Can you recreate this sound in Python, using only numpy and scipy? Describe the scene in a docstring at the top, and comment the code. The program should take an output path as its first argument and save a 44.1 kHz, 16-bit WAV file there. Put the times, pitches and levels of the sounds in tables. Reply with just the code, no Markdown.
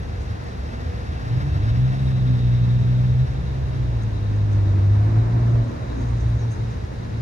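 """A drive-through lot: a car creeps past to the right, its exhaust a stack of sines that boom with the pedal.
A second engine revs briefly, another idles (wavering sines), and a further car rolls by out of sight on the left.
Sines make short hums, a gliding drone with a whine, faint squeaks and a roof fan. Filtered noise makes tyres,
engine-bay hiss, grit, high chirps (probably a small bird), a steady hiss, the queue's rumble and town traffic.
A hand-held phone with two microphone openings (ports) and a widened stereo image hears it all."""
import sys
import numpy as np
from scipy import signal
from scipy.fft import rfft, irfft
from scipy.io import wavfile

SR = 44100
rng = np.random.default_rng(int(sys.argv[2]) if len(sys.argv) > 2 else 0)


def generate_wav(signal):
    """Clip the signal to [-1, 1] and save it as 16-bit WAV at the path in sys.argv[1]."""
    frames = np.transpose(np.atleast_2d(signal))
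    scaled = np.clip(frames, -1, 1) * 32767
    pcm = np.round(scaled).astype(np.int16)
    wavfile.write(sys.argv[1], SR, pcm)


N = 317961  # samples, about 7.2 s
TIME = np.arange(N) / SR
FREQ = np.maximum(np.arange(N // 2 + 1) * SR / N, 1)


def undb(db):
    """Turn decibels into a gain."""
    return 10 ** (np.asarray(db) / 20)


def curves(table):
    """Each column of a table, joined by straight lines in time."""
    s, *columns = np.transpose(table)
    return [np.interp(TIME, s, column) for column in columns]


def colour(points):
    """Gain at every frequency, from points of f/Hz and level/dB."""
    hz, db = np.transpose(points)
    return undb(np.interp(np.log(FREQ), np.log(hz), db))


def white():
    """Spectrum of white noise at 0 dB per Hz."""
    return rfft(rng.standard_normal(N)) * np.sqrt(SR / 2)


def noise(points):
    """Coloured noise from one place."""
    return irfft(white() * colour(points), N)


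def walk(rate, size=4096):
    """A slow random wander of spread 1, moving about rate times a second."""
    hz = np.arange(size // 2 + 1) * SR / N
    x = irfft(rfft(rng.standard_normal(size)) / (1 + (hz / rate) ** 4))
    return np.interp(TIME, np.linspace(0, N / SR, size), x / x.std())


def tone(hz):
    """A sine of rms 1 that follows a pitch curve."""
    return np.sqrt(2) * np.sin(2 * np.pi * (np.cumsum(hz) / SR + rng.random()))


def bell(centre_s, width_s):
    """A smooth rise to 1 and fall; width_s from the centre it is down to 37 %."""
    return np.exp(-np.minimum(((TIME - centre_s) / width_s) ** 2, 30))


def held(on_s, off_s, attack_s, release_s):
    """Climbs towards 1 while held, then dies away; both at exponential time constants."""
    climb = 1 - np.exp(-np.maximum(np.minimum(TIME, off_s) - on_s, 0) / attack_s)
    return climb * np.exp(-np.maximum(TIME - off_s, 0) / release_s)


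def going_by(nearest_s, width_s):
    """Gain 1 / distance on a straight path: 1 at its nearest, 3 dB less width_s away."""
    return 1 / np.hypot(1, (TIME - nearest_s) / width_s)


def ports(x, lag_ms, pan_db=0):
    """Sound from the right reaches the left port late (positive lag); pan_db is left minus right."""
    half_lag_s = lag_ms / 2000
    left = np.interp(TIME - half_lag_s, TIME, x) * undb(pan_db / 2)
    right = np.interp(TIME + half_lag_s, TIME, x) * undb(-pan_db / 2)
    return np.array([left, right])


PORT_MS = 0.41  # travel time of sound between the ports


def diffuse(points):
    """Noise from all around: alike at both ports only while the waves are long."""
    alike = np.sinc(2 * FREQ * PORT_MS / 1000)
    mid, side = (irfft(white() * colour(points) * np.sqrt((1 + sign * alike) / 2), N) for sign in (1, -1))
    return np.array([mid + side, mid - side])


# how fast the creeping car's engine fires: [t/s, firing rate f/Hz]
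ENGINE_SPEED = [(1.5, 44.8), (1.79, 62.5), (1.97, 66.5), (2.4, 60.9), (2.7, 60.5), (3.2, 63.5), (3.45, 66),
                (3.75, 65.3), (3.97, 57), (4.17, 52), (4.45, 52), (4.79, 48.6), (5.37, 58.5), (5.6, 58),
                (5.76, 55), (5.98, 58.3), (6.6, 57), (7.2, 56.8)]
# where the car is, as the left port's delay: [t/s, lag/ms]
BEARING_LAG = [(0, 0.35), (3.2, 0.3), (4.2, 0.31), (4.9, .08), (7.2, .03)]
# brief dips and surges of boom and throb: [middle t/s, half length/s, level/dB]
BOOM_SURGES = [(1.844, 0.018, 4.5), (2.396, 0.017, -4.5), (3.275, 0.02, -15), (3.5, 0.19, 1.5),
               (4.007, 0.075, 1.5), (4.183, 0.021, -5.5), (4.882, 0.068, 3), (5.191, .03, 7.5),
               (5.77, 0.07, -16), (6.916, .17, -10)]
# above this firing rate the silencer swallows the boom
SILENCER_HZ, SILENCER_DB_PER_HZ, SILENCER_MOST_DB = 64.36, 2.5, 6
FOURTH_DB = -7  # fourth multiple of the firing rate, against the third


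def creeping_car():
    """Firings drive the exhaust at multiples of their rate (orders); it booms on the second."""
    hz = curves(ENGINE_SPEED)[0]
    boom, throb, third, rough = exhaust_gains()
    swallowed_db = np.clip(SILENCER_DB_PER_HZ * (hz - SILENCER_HZ), 0, SILENCER_MOST_DB)
    boom = boom * undb(-swallowed_db)
    hz = hz * (1 + .001 * walk(12))
    exhaust = tone(2 * hz) * boom + tone(hz) * throb * undb(0.74 * walk(21))
    exhaust *= undb(sum(db * bell(s, length) for s, length, db in BOOM_SURGES))
    overtones = tone(3 * hz) + tone(4 * hz) * undb(FOURTH_DB + 2.0 * walk(11))
    exhaust += overtones * third * undb(1.0 * walk(42))
    # no two firings are equally strong
    exhaust *= undb(.7 * walk(40))
    # the growl comes off the buildings
    return ports(exhaust, curves(BEARING_LAG)[0]) + ports(growl(hz) * rough, lag_ms=-0.06)


# presses of the pedal, with the level each part heads for before its unevenness, surges and silencer:
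# [down t/s, up t/s, second-order boom level/dB, firing throb level/dB, third-order level/dB, growl level/dB]
PEDAL_PRESSES = [(1.5, 3.223, -17.5, -31, -34, -44.5), (4.192, 5.236, -17, -33, -36.5, -38),
                 (5.128, 5.589, -17, -27.5, -32, -35), (5.927, 6.483, -21, -24, -44, -41),
                 (6.564, 6.638, -13, -38, -42, -48), (7.072, 7.253, -18.5, -43, -57, -48)]
# time constants: throb and overtones build up more slowly than the boom; growl needs sustained load
BOOM_ATTACK_S, OVERTONE_ATTACK_S, GROWL_ATTACK_S, RELEASE_S = 0.15, 0.23, 0.6, 0.096
OVERTONE_LEAD_S = 0.14  # throb and overtones go first as the pedal lifts
FUEL_CUT_S = 0.22  # time constant of the coasting hum's return after a lull
# coasting with the pedal up: boom and growl fade as the car draws away, the deep throb carries on
COAST_BOOM_DB, COAST_THROB_DB, COAST_GROWL_DB, RECEDE_DB_PER_S = -17, -30, -37, 3
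# unevenness of the boom: a slow swell throughout, and stumbling while it coasts
SWELL_DB, STUMBLE_DB = .5, 1.8


def exhaust_gains():
    """Gains of boom, throb, third order and growl: each press takes over from the coasting engine."""
    start_s = ENGINE_SPEED[0][0]
    running = held(start_s, N / SR, BOOM_ATTACK_S, RELEASE_S)
    coast = running * undb(-RECEDE_DB_PER_S * (TIME - start_s))
    boom = coast * undb(COAST_BOOM_DB + STUMBLE_DB * walk(36))
    throb = running * undb(COAST_THROB_DB)
    third = 0
    rough = coast * undb(COAST_GROWL_DB)
    for down, up, boom_db, throb_db, third_db, growl_db in PEDAL_PRESSES:
        coasting = 1 - held(down, up, BOOM_ATTACK_S, FUEL_CUT_S)
        overtones = held(down, up - OVERTONE_LEAD_S, OVERTONE_ATTACK_S, RELEASE_S)
        boom = np.hypot(boom * coasting, held(down, up, BOOM_ATTACK_S, RELEASE_S) * undb(boom_db))
        throb = np.hypot(throb * coasting, overtones * undb(throb_db))
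        third = np.hypot(third, overtones * undb(third_db))
        rough = np.hypot(rough * coasting, held(down, up, GROWL_ATTACK_S, RELEASE_S) * undb(growl_db))
    return boom * undb(SWELL_DB * walk(4.0)), throb, third, rough


# resonances that the growl rings: [f/Hz, relative level/dB]
GROWL_RESONANCES = [(150, -5), (215, 2), (262, -2), (295, 3.5), (345, 0.5), (470, -19), (590, -4),
                    (710, -9.5), (800, -28.5)]
# colour of the puffs of exhaust gas: [f/Hz, relative level/dB]
GAS_PUFFS = [(200, -19.5), (400, -2), (650, 0), (1000, -2), (1600, -9.5), (3000, -28.5)]
RASP_DB, RASP_SHARE = -14.5, 0.34  # level against the growl; decay as a share of a boom cycle


def growl(hz):
    """Unequal cylinders fill in every half order, through resonances; gas rasps with each boom beat."""
    orders = np.arange(7, 29) / 2
    x = sum(tone(k * hz * (1 + 0.0026 * walk(9.5))) * undb(3.3 * walk(13.0)) for k in orders)
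    x = irfft(rfft(x) * colour(GROWL_RESONANCES), N)
    boom_phase = np.cumsum(2 * hz) / SR % 1
    rasp = noise(GAS_PUFFS) * np.exp(-boom_phase / RASP_SHARE)
    return x / x.std() + rasp / rasp.std() * undb(RASP_DB)


# a brief high sizzle as the car goes by: [f/Hz, level/dB per Hz at its peak]
SIZZLE_COLOUR = [(5000, -125), (7200, -95), (9000, -101), (10200, -101), (14000, -112)]
SIZZLE_S, SIZZLE_WIDTH_S = 2.06, 0.078
# what the engine bays ring with:
# [f/Hz, half width/Hz, peak level/dB per Hz, loudest t/s, time to fall by 3 dB/s, flutter/dB]
BAY_RESONANCES = [(2670, 140, -81.5, 1.6, 1.15, 2), (3240, 210, -88.5, 2.2, 1.2, 2),
                  (3790, 210, -78, 2.34, 0.64, 2.5), (3865, 120, -83, 5.3, 3, 3)]


def engine_bay():
    """Noise in narrow resonances flutters and swells as the cars go by, with one brief sizzle."""
    out = noise(SIZZLE_COLOUR) * bell(SIZZLE_S, SIZZLE_WIDTH_S)
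    for hz, width, db, s, width_s, flutter_db in BAY_RESONANCES:
        ring = irfft(white() / (1 + ((FREQ - hz) / width) ** 2), N)
        out = out + ring * going_by(s, width_s) * undb(db + flutter_db * walk(30))
    return ports(out, lag_ms=0.35, pan_db=5.5)


# hiss of slow tyres before each roll's own level: [f/Hz, level/dB per Hz]
TYRE_HISS = [(100, -83.5), (400, -87.5), (680, -75), (1000, -82.5), (1300, -75), (1800, -76.5), (2300, -86),
             (2700, -91.5), (3200, -94), (5000, -88.5), (6200, -100), (8000, -104), (10000, -107),
             (12000, -115), (14200, -106)]
# tyres creeping through the lot: [nearest t/s, time to fall by 3 dB/s, level/dB against the hiss colour,
# lag of the left port/ms, left minus right/dB, top treble level/dB]
TYRE_ROLLS = [(1.55, 1.14, 2.5, 0.333, 2, 1), (7.0, 1.5, -8.5, -.41, 5.5, -12)]


def tyres():
    """Slow tyres hiss on the asphalt, louder the nearer they are."""
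    out = 0
    for s, width, db, lag_ms, pan_db, treble_db in TYRE_ROLLS:
        treble = colour([(8000, 0.0025), (13000, treble_db)])
        hiss = irfft(white() * colour(TYRE_HISS) * treble, N)
        out = out + ports(hiss * going_by(s, width) * undb(db + 2.0 * walk(21)), lag_ms, pan_db)
    return out


# grit snapping under a tyre: [t/s, level/dB]
GRIT_SNAPS = [(.441, -43), (3.555, -54), (4.385, -57)]


def grit():
    """A small stone cracks under the tread: a very short, bright click."""
    crack = noise([(2000, -30), (7000, 0), (15000, -3)])
    envelope = sum(undb(db) * (TIME >= s) * np.exp(-np.abs(TIME - s) / .0012) for s, db in GRIT_SNAPS)
    return ports(crack / crack.std() * envelope, lag_ms=0.31)


# the second engine's short rev: a bell of pitch, loudest while it speeds up
REV_S, REV_WIDTH_S, REV_IDLE_HZ, REV_TOP_HZ = 1.53, .21, 104.1, 144.3
REV_DOWN_S, REV_EASE_S, REV_UP_S = 1.26, 1.374, 1.58
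REV_DB, REV_PULL_DB, REV_ROUGH_DB = -30.5, -23, 2.2
REV_DRONE_HZ, REV_DRONE_DB, REV_DRONE_S = 300, -44, 0.35  # pitch at the rev's top, level, half length


def revving_car():
    """A short dab of throttle: the boom bites at once, then sputters on under a weak higher drone."""
    hz = REV_IDLE_HZ + (REV_TOP_HZ - REV_IDLE_HZ) * bell(REV_S, REV_WIDTH_S)
    pull = held(REV_DOWN_S, REV_EASE_S, attack_s=0.022, release_s=0.035)
    run_on = held(REV_DOWN_S, REV_UP_S, attack_s=.06, release_s=0.091)
    boom = tone(hz) * (undb(REV_DB) * run_on + undb(REV_PULL_DB) * pull)
    drone = tone(REV_DRONE_HZ * (hz / REV_TOP_HZ) ** .3)
    drone = drone * bell(REV_S, REV_DRONE_S) * undb(REV_DRONE_DB + 2 * walk(20))
    return ports((boom + drone) * undb(REV_ROUGH_DB * walk(30)), lag_ms=0.27)


# hidden car's tyre roar before it is shared out and swells: [f/Hz, level/dB per Hz]
HIDDEN_TYRES = [(80, -72.5), (200, -59), (320, -62.5), (450, -69.5), (680, -75), (1000, -70), (1700, -78.5),
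                (2400, -86.5), (3200, -100), (6000, -101), (12000, -120)]
# nearest moment, time to fall by 3 dB, gain there, and gain of the steady roar of the road behind
FAR_S, FAR_WIDTH_S, FAR_DB, ROAD_DB = 5.456, 0.61, -0.5, -8.5


def passing_car():
    """Tyre roar (noise) swells and fades on the left, partly scattered by the buildings."""
    roar = diffuse(HIDDEN_TYRES) * undb(-2.0) + ports(noise(HIDDEN_TYRES), lag_ms=-0.45) * undb(-3.0)
    near = going_by(FAR_S, FAR_WIDTH_S)
    return roar * np.hypot(near * undb(FAR_DB), undb(ROAD_DB)) * undb(walk(13.0))


# the drone's pitch climbs from low towards high between two moments, then sinks back
DRONE_LOW_HZ, DRONE_HIGH_HZ, DRONE_CLIMB_S, DRONE_TURN_S = 191.6, 358, 3.6, 5.5
DRONE_RISE_S, DRONE_SINK_S = .66, .58  # time constants
DRONE_DB, DRONE_HEARD_S, DRONE_FADE_S = -45.5, 4.06, 5.95
# the whine: middle pitch, share it moves to either side of it as it sinks, when, how fast, level
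WHINE_HZ, WHINE_SINK, WHINE_SINK_S, WHINE_SINK_WIDTH_S, WHINE_DB = 667, 0.068, 5.6, 0.1965, -49.5


def gliding_drone():
    """A gliding drone with a lower rough partial, and a higher two-part whine that sinks."""
    glide = held(DRONE_CLIMB_S, DRONE_TURN_S, DRONE_RISE_S, DRONE_SINK_S)
    hz = DRONE_LOW_HZ + (DRONE_HIGH_HZ - DRONE_LOW_HZ) * glide
    hz = hz * (1 + 0.006 * walk(17))
    # the rough partial is strongest as the passing tyres come nearest
    partial = tone(0.79 * hz) * walk(4.0) * undb(1.5) * going_by(FAR_S, FAR_WIDTH_S)
    heard = held(DRONE_HEARD_S, DRONE_FADE_S, attack_s=0.1, release_s=0.18)
    drone = (tone(hz) + partial) * undb(DRONE_DB + 0.87 * walk(10.0)) * heard
    sink = 1 - WHINE_SINK * np.tanh((TIME - WHINE_SINK_S) / WHINE_SINK_WIDTH_S)
    whine_hz = WHINE_HZ * sink * (1 + .016 * walk(20.4))
    whine = tone(whine_hz) * undb(4.2 * walk(10)) + tone(.87 * whine_hz) * undb(-2.5 + 3.8 * walk(14))
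    whine = whine * undb(WHINE_DB) * bell(FAR_S, FAR_WIDTH_S)
    return ports(drone + whine, lag_ms=-0.1)


# an idling engine's low lines, at 3 to 13 times its turning rate: [level/dB]
IDLE_LINES = [-44, -36.5, -38.5, -44, -41, -45.5, -45.5, -52.5, -51.5, -55.5, -50]
IDLE_HZ, IDLE_WAVER, IDLE_FLUTTER_DB = 14.6, 0.01807, 2.5  # turns per second, waver (share), flutter


def idling_car():
    """A lumpy idle: unequal firings repeat every turn, so all its low lines waver together."""
    hz = IDLE_HZ * (1 + IDLE_WAVER * walk(6.07))
    lines = enumerate(IDLE_LINES, 3)
    idle = sum(tone(k * hz) * undb(db + IDLE_FLUTTER_DB * walk(2.0)) for k, db in lines)
    return ports(idle, lag_ms=0.29)


# short hums, low and middle, that swell and fade: [loudest t/s, half length/s, f/Hz, level/dB]
BRIEF_HUMS = [(0.015, 0.07, 99.7, -33), (0.613, 0.078, 67.16, -29), (0.804, 0.14, 243, -44),
              (0.885, 0.024, 74, -25), (1.076, 0.14, 103.5, -35), (1.342, 0.1, 167, -40),
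              (1.703, 0.058, 232.4, -38.5), (2.296, 0.045, 250, -36), (2.99, 0.047, 253, -37),
              (3.13, 0.065, 62, -25.5), (3.434, 0.049, 169, -31.5), (4.574, 0.13, 319.5, -42.5),
              (5.172, 0.086, 53.2, -25), (5.553, 0.08, 263, -37.5), (5.6, .06, 45.5, -28.5),
              (5.994, 0.054, 258, -36)]
HUM_WAVER = 0.0149  # share of the pitch


def brief_hums():
    """Short wavering sines that swell and fade, low and middle in pitch."""
    out = 0
    for s, length, hz, db in BRIEF_HUMS:
        out = out + tone(hz * (1 + HUM_WAVER * walk(10.3))) * bell(s, length) * undb(db)
    return ports(out, lag_ms=0.29)


# the clearest chirps: [t/s, level/dB before the attack, f/Hz, time to fall by 60 dB/s]
CLEAR_CHIRPS = [(.204, -52.5, 6100, 0.18), (4.02, -47.5, 6340, 0.094), (4.35, -55, 6430, 0.12),
                (4.514, -54, 6120, .16), (5.505, -58, 6300, .16), (6.004, -50, 6400, 0.13),
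                (6.2, -57, 6000, 0.27), (6.505, -46.5, 6330, .19), (6.7, -55.5, 6100, 0.3)]
CHIRP_ATTACK_S, CHIRP_ROUGH_DB = .004, 2.5
# fainter chirps that run together around the late ones
PATTER_S, PATTER_WIDTH_S, PATTER_HZ, PATTER_DB = 6.15, 0.71, 6240, -65.5


def chirps():
    """Brief rough high chirps of ringing noise, probably a small bird; fainter ones run together."""
    out = chirp_noise(PATTER_HZ) * bell(PATTER_S, PATTER_WIDTH_S) * undb(PATTER_DB + 2.7 * walk(15))
    for s, db, hz, t60 in CLEAR_CHIRPS:
        age = np.maximum(TIME - s, 0)
        attack = 1 - np.exp(-age / CHIRP_ATTACK_S)
        decay = np.exp(-np.log(1000) * np.minimum(age / t60, 10))
        out += chirp_noise(hz) * undb(db) * attack * decay
    return ports(out * undb(CHIRP_ROUGH_DB * walk(180)), lag_ms=-0.024, pan_db=3.5)


# the bands that make up a chirp: [multiple of its pitch, width at half height/Hz, relative level/dB]
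CHIRP_BANDS = [(0.961, 130.5, 6), (1.01, 150, 7), (1.14, 380, 1.5), (1.33, 920, -10.5), (1.48, 600, -11.5),
               (1.6, 714, -17)]


def chirp_noise(hz):
    """Noise of rms 1 in a chirp's high bands."""
    bands = 0
    for ratio, width, db in CHIRP_BANDS:
        bands = bands + undb(db) / (1 + ((FREQ - ratio * hz) / width * 2) ** 2)
    x = irfft(white() * bands, N)
    return x / x.std()


# thin high squeaks: [middle t/s, half length/s, level/dB, f/Hz at the middle, glide/Hz per s]
HIGH_SQUEAKS = [(.225, 0.017, -66, 8150, -9000), (4.527, .014, -65, 8250, -6000),
                (5.05, .025, -69, 10000, -3000), (5.982, 0.046, -62, 6420, -1),
                (6.105, 0.011, -64, 8314, -25000), (6.297, 0.018, -63, 9200, -1500),
                (6.407, .018, -56, 6480, -2000), (6.43, 0.028, -56, 5750, 1502.5),
                (6.71, .025, -61, 5220, -1.5)]
SQUEAK_WAVER, SQUEAK_RATE = .018, 220  # share of the pitch, wavers per second


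def squeaks():
    """Short rough whistles, each with its own pitch and glide."""
    out = 0
    for s, length, db, hz, glide in HIGH_SQUEAKS:
        pitch = hz + glide * np.clip(TIME - s, -2 * length, 2 * length)
        pitch = pitch * (1 + SQUEAK_WAVER * walk(SQUEAK_RATE))
        out = out + tone(pitch) * bell(s, length) * undb(db)
    return ports(out, lag_ms=-0.021, pan_db=2)


FAN_HZ, FAN_DB, FAN_WAVER = 480.3, -54.5, .005  # waver is a share of the pitch


def roof_fan():
    """A fan hums on one slightly wavering pitch."""
    fan = tone(FAN_HZ * (1 + FAN_WAVER * walk(9.0))) * undb(FAN_DB + 3.0 * walk(3.6))
    return ports(fan, lag_ms=0.23)


# colour of the waiting cars' rumble before its level curve: [f/Hz, level/dB per Hz]
QUEUE_RUMBLE = [(18, -89), (26, -77), (34, -54.5), (44, -60), (58, -51), (72, -46), (86, -51), (102, -47.5),
                (135, -56), (200, -80), (2000, -150)]
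# how that rumble rises and falls: [t/s, level/dB]
QUEUE_LEVEL = [(0, -3), (.9, -3.5), (1.3, 3), (2.1, -0.5), (3.2, 2.9), (4.2, -5), (5.2, 1), (5.8, 1.5),
               (6.3, 1), (6.8, -3), (7.2, -4)]


def queue():
    """The waiting queue makes a lumpy low rumble: noise from all around."""
    return diffuse(QUEUE_RUMBLE) * undb(curves(QUEUE_LEVEL)[0] + 2.87 * walk(36))


# background hiss before its gain, strongest near 2.7 and 3.9 kHz: [f/Hz, level/dB per Hz]
STEADY_HISS = [(2300, -115), (2700, -86), (3100, -105), (3500, -93), (3700, -91.5), (3920, -90),
               (4150, -94.5), (6000, -112)]
STEADY_HISS_DB = -0.5


def steady_hiss():
    """A steady background hiss: noise from all around in narrow bands."""
    return diffuse(STEADY_HISS) * undb(STEADY_HISS_DB)


# town traffic: [f/Hz, level/dB per Hz]
TOWN_TRAFFIC = [(20, -86), (120, -58.5), (200, -63), (300, -71.5), (420, -69), (700, -77.5), (1200, -83),
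                (1750, -78.5), (3000, -89.5), (4200, -90), (6300, -93.5), (8000, -103), (10500, -108),
                (14000, -124)]


def town():
    """Distant traffic blends into noise from all around, with a slight flutter."""
    return diffuse(TOWN_TRAFFIC) * undb(.5 * walk(21))


def scene():
    """The cars, rolling tyres, hums, the small high sounds and the background."""
    cars = creeping_car() + engine_bay() + tyres() + revving_car() + passing_car() + idling_car()
    hums = gliding_drone() + brief_hums()
    small_sounds = grit() + chirps() + squeaks()
    background = roof_fan() + queue() + steady_hiss() + town()
    return cars + hums + small_sounds + background


# overall tone of the sound, deepest bass cut and treble uneven: [f/Hz, level/dB]
OVERALL_TONE = [(20, -21.5), (31, 0), (7000, 0), (8500, -2.5), (9400, -0.5), (10700, 3), (11700, -12.5),
                (12600, 0), (13600, 0)]
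# the phone's change to the side signal (left minus right): [f/Hz, level/dB]
SIDE_LIFT = [(50, 5), (200, 9), (700, 8.5), (1300, -1.5), (2100, -1.5), (15000, -0.5)]
TOP_HZ = 15000


def record(dry):
    """Cuts the deepest bass, makes the treble uneven, widens the lower midrange and cuts the top."""
    left, right = rfft(dry) * colour(OVERALL_TONE)
    mid = (left + right) / 2
    side = (left - right) / 2 * colour(SIDE_LIFT)
    wide = irfft(np.array([mid + side, mid - side]), N)
    return signal.sosfilt(signal.ellip(8, .2, 80, TOP_HZ, fs=SR, output="sos"), wide)


dry = scene()
out = record(dry)
generate_wav(out)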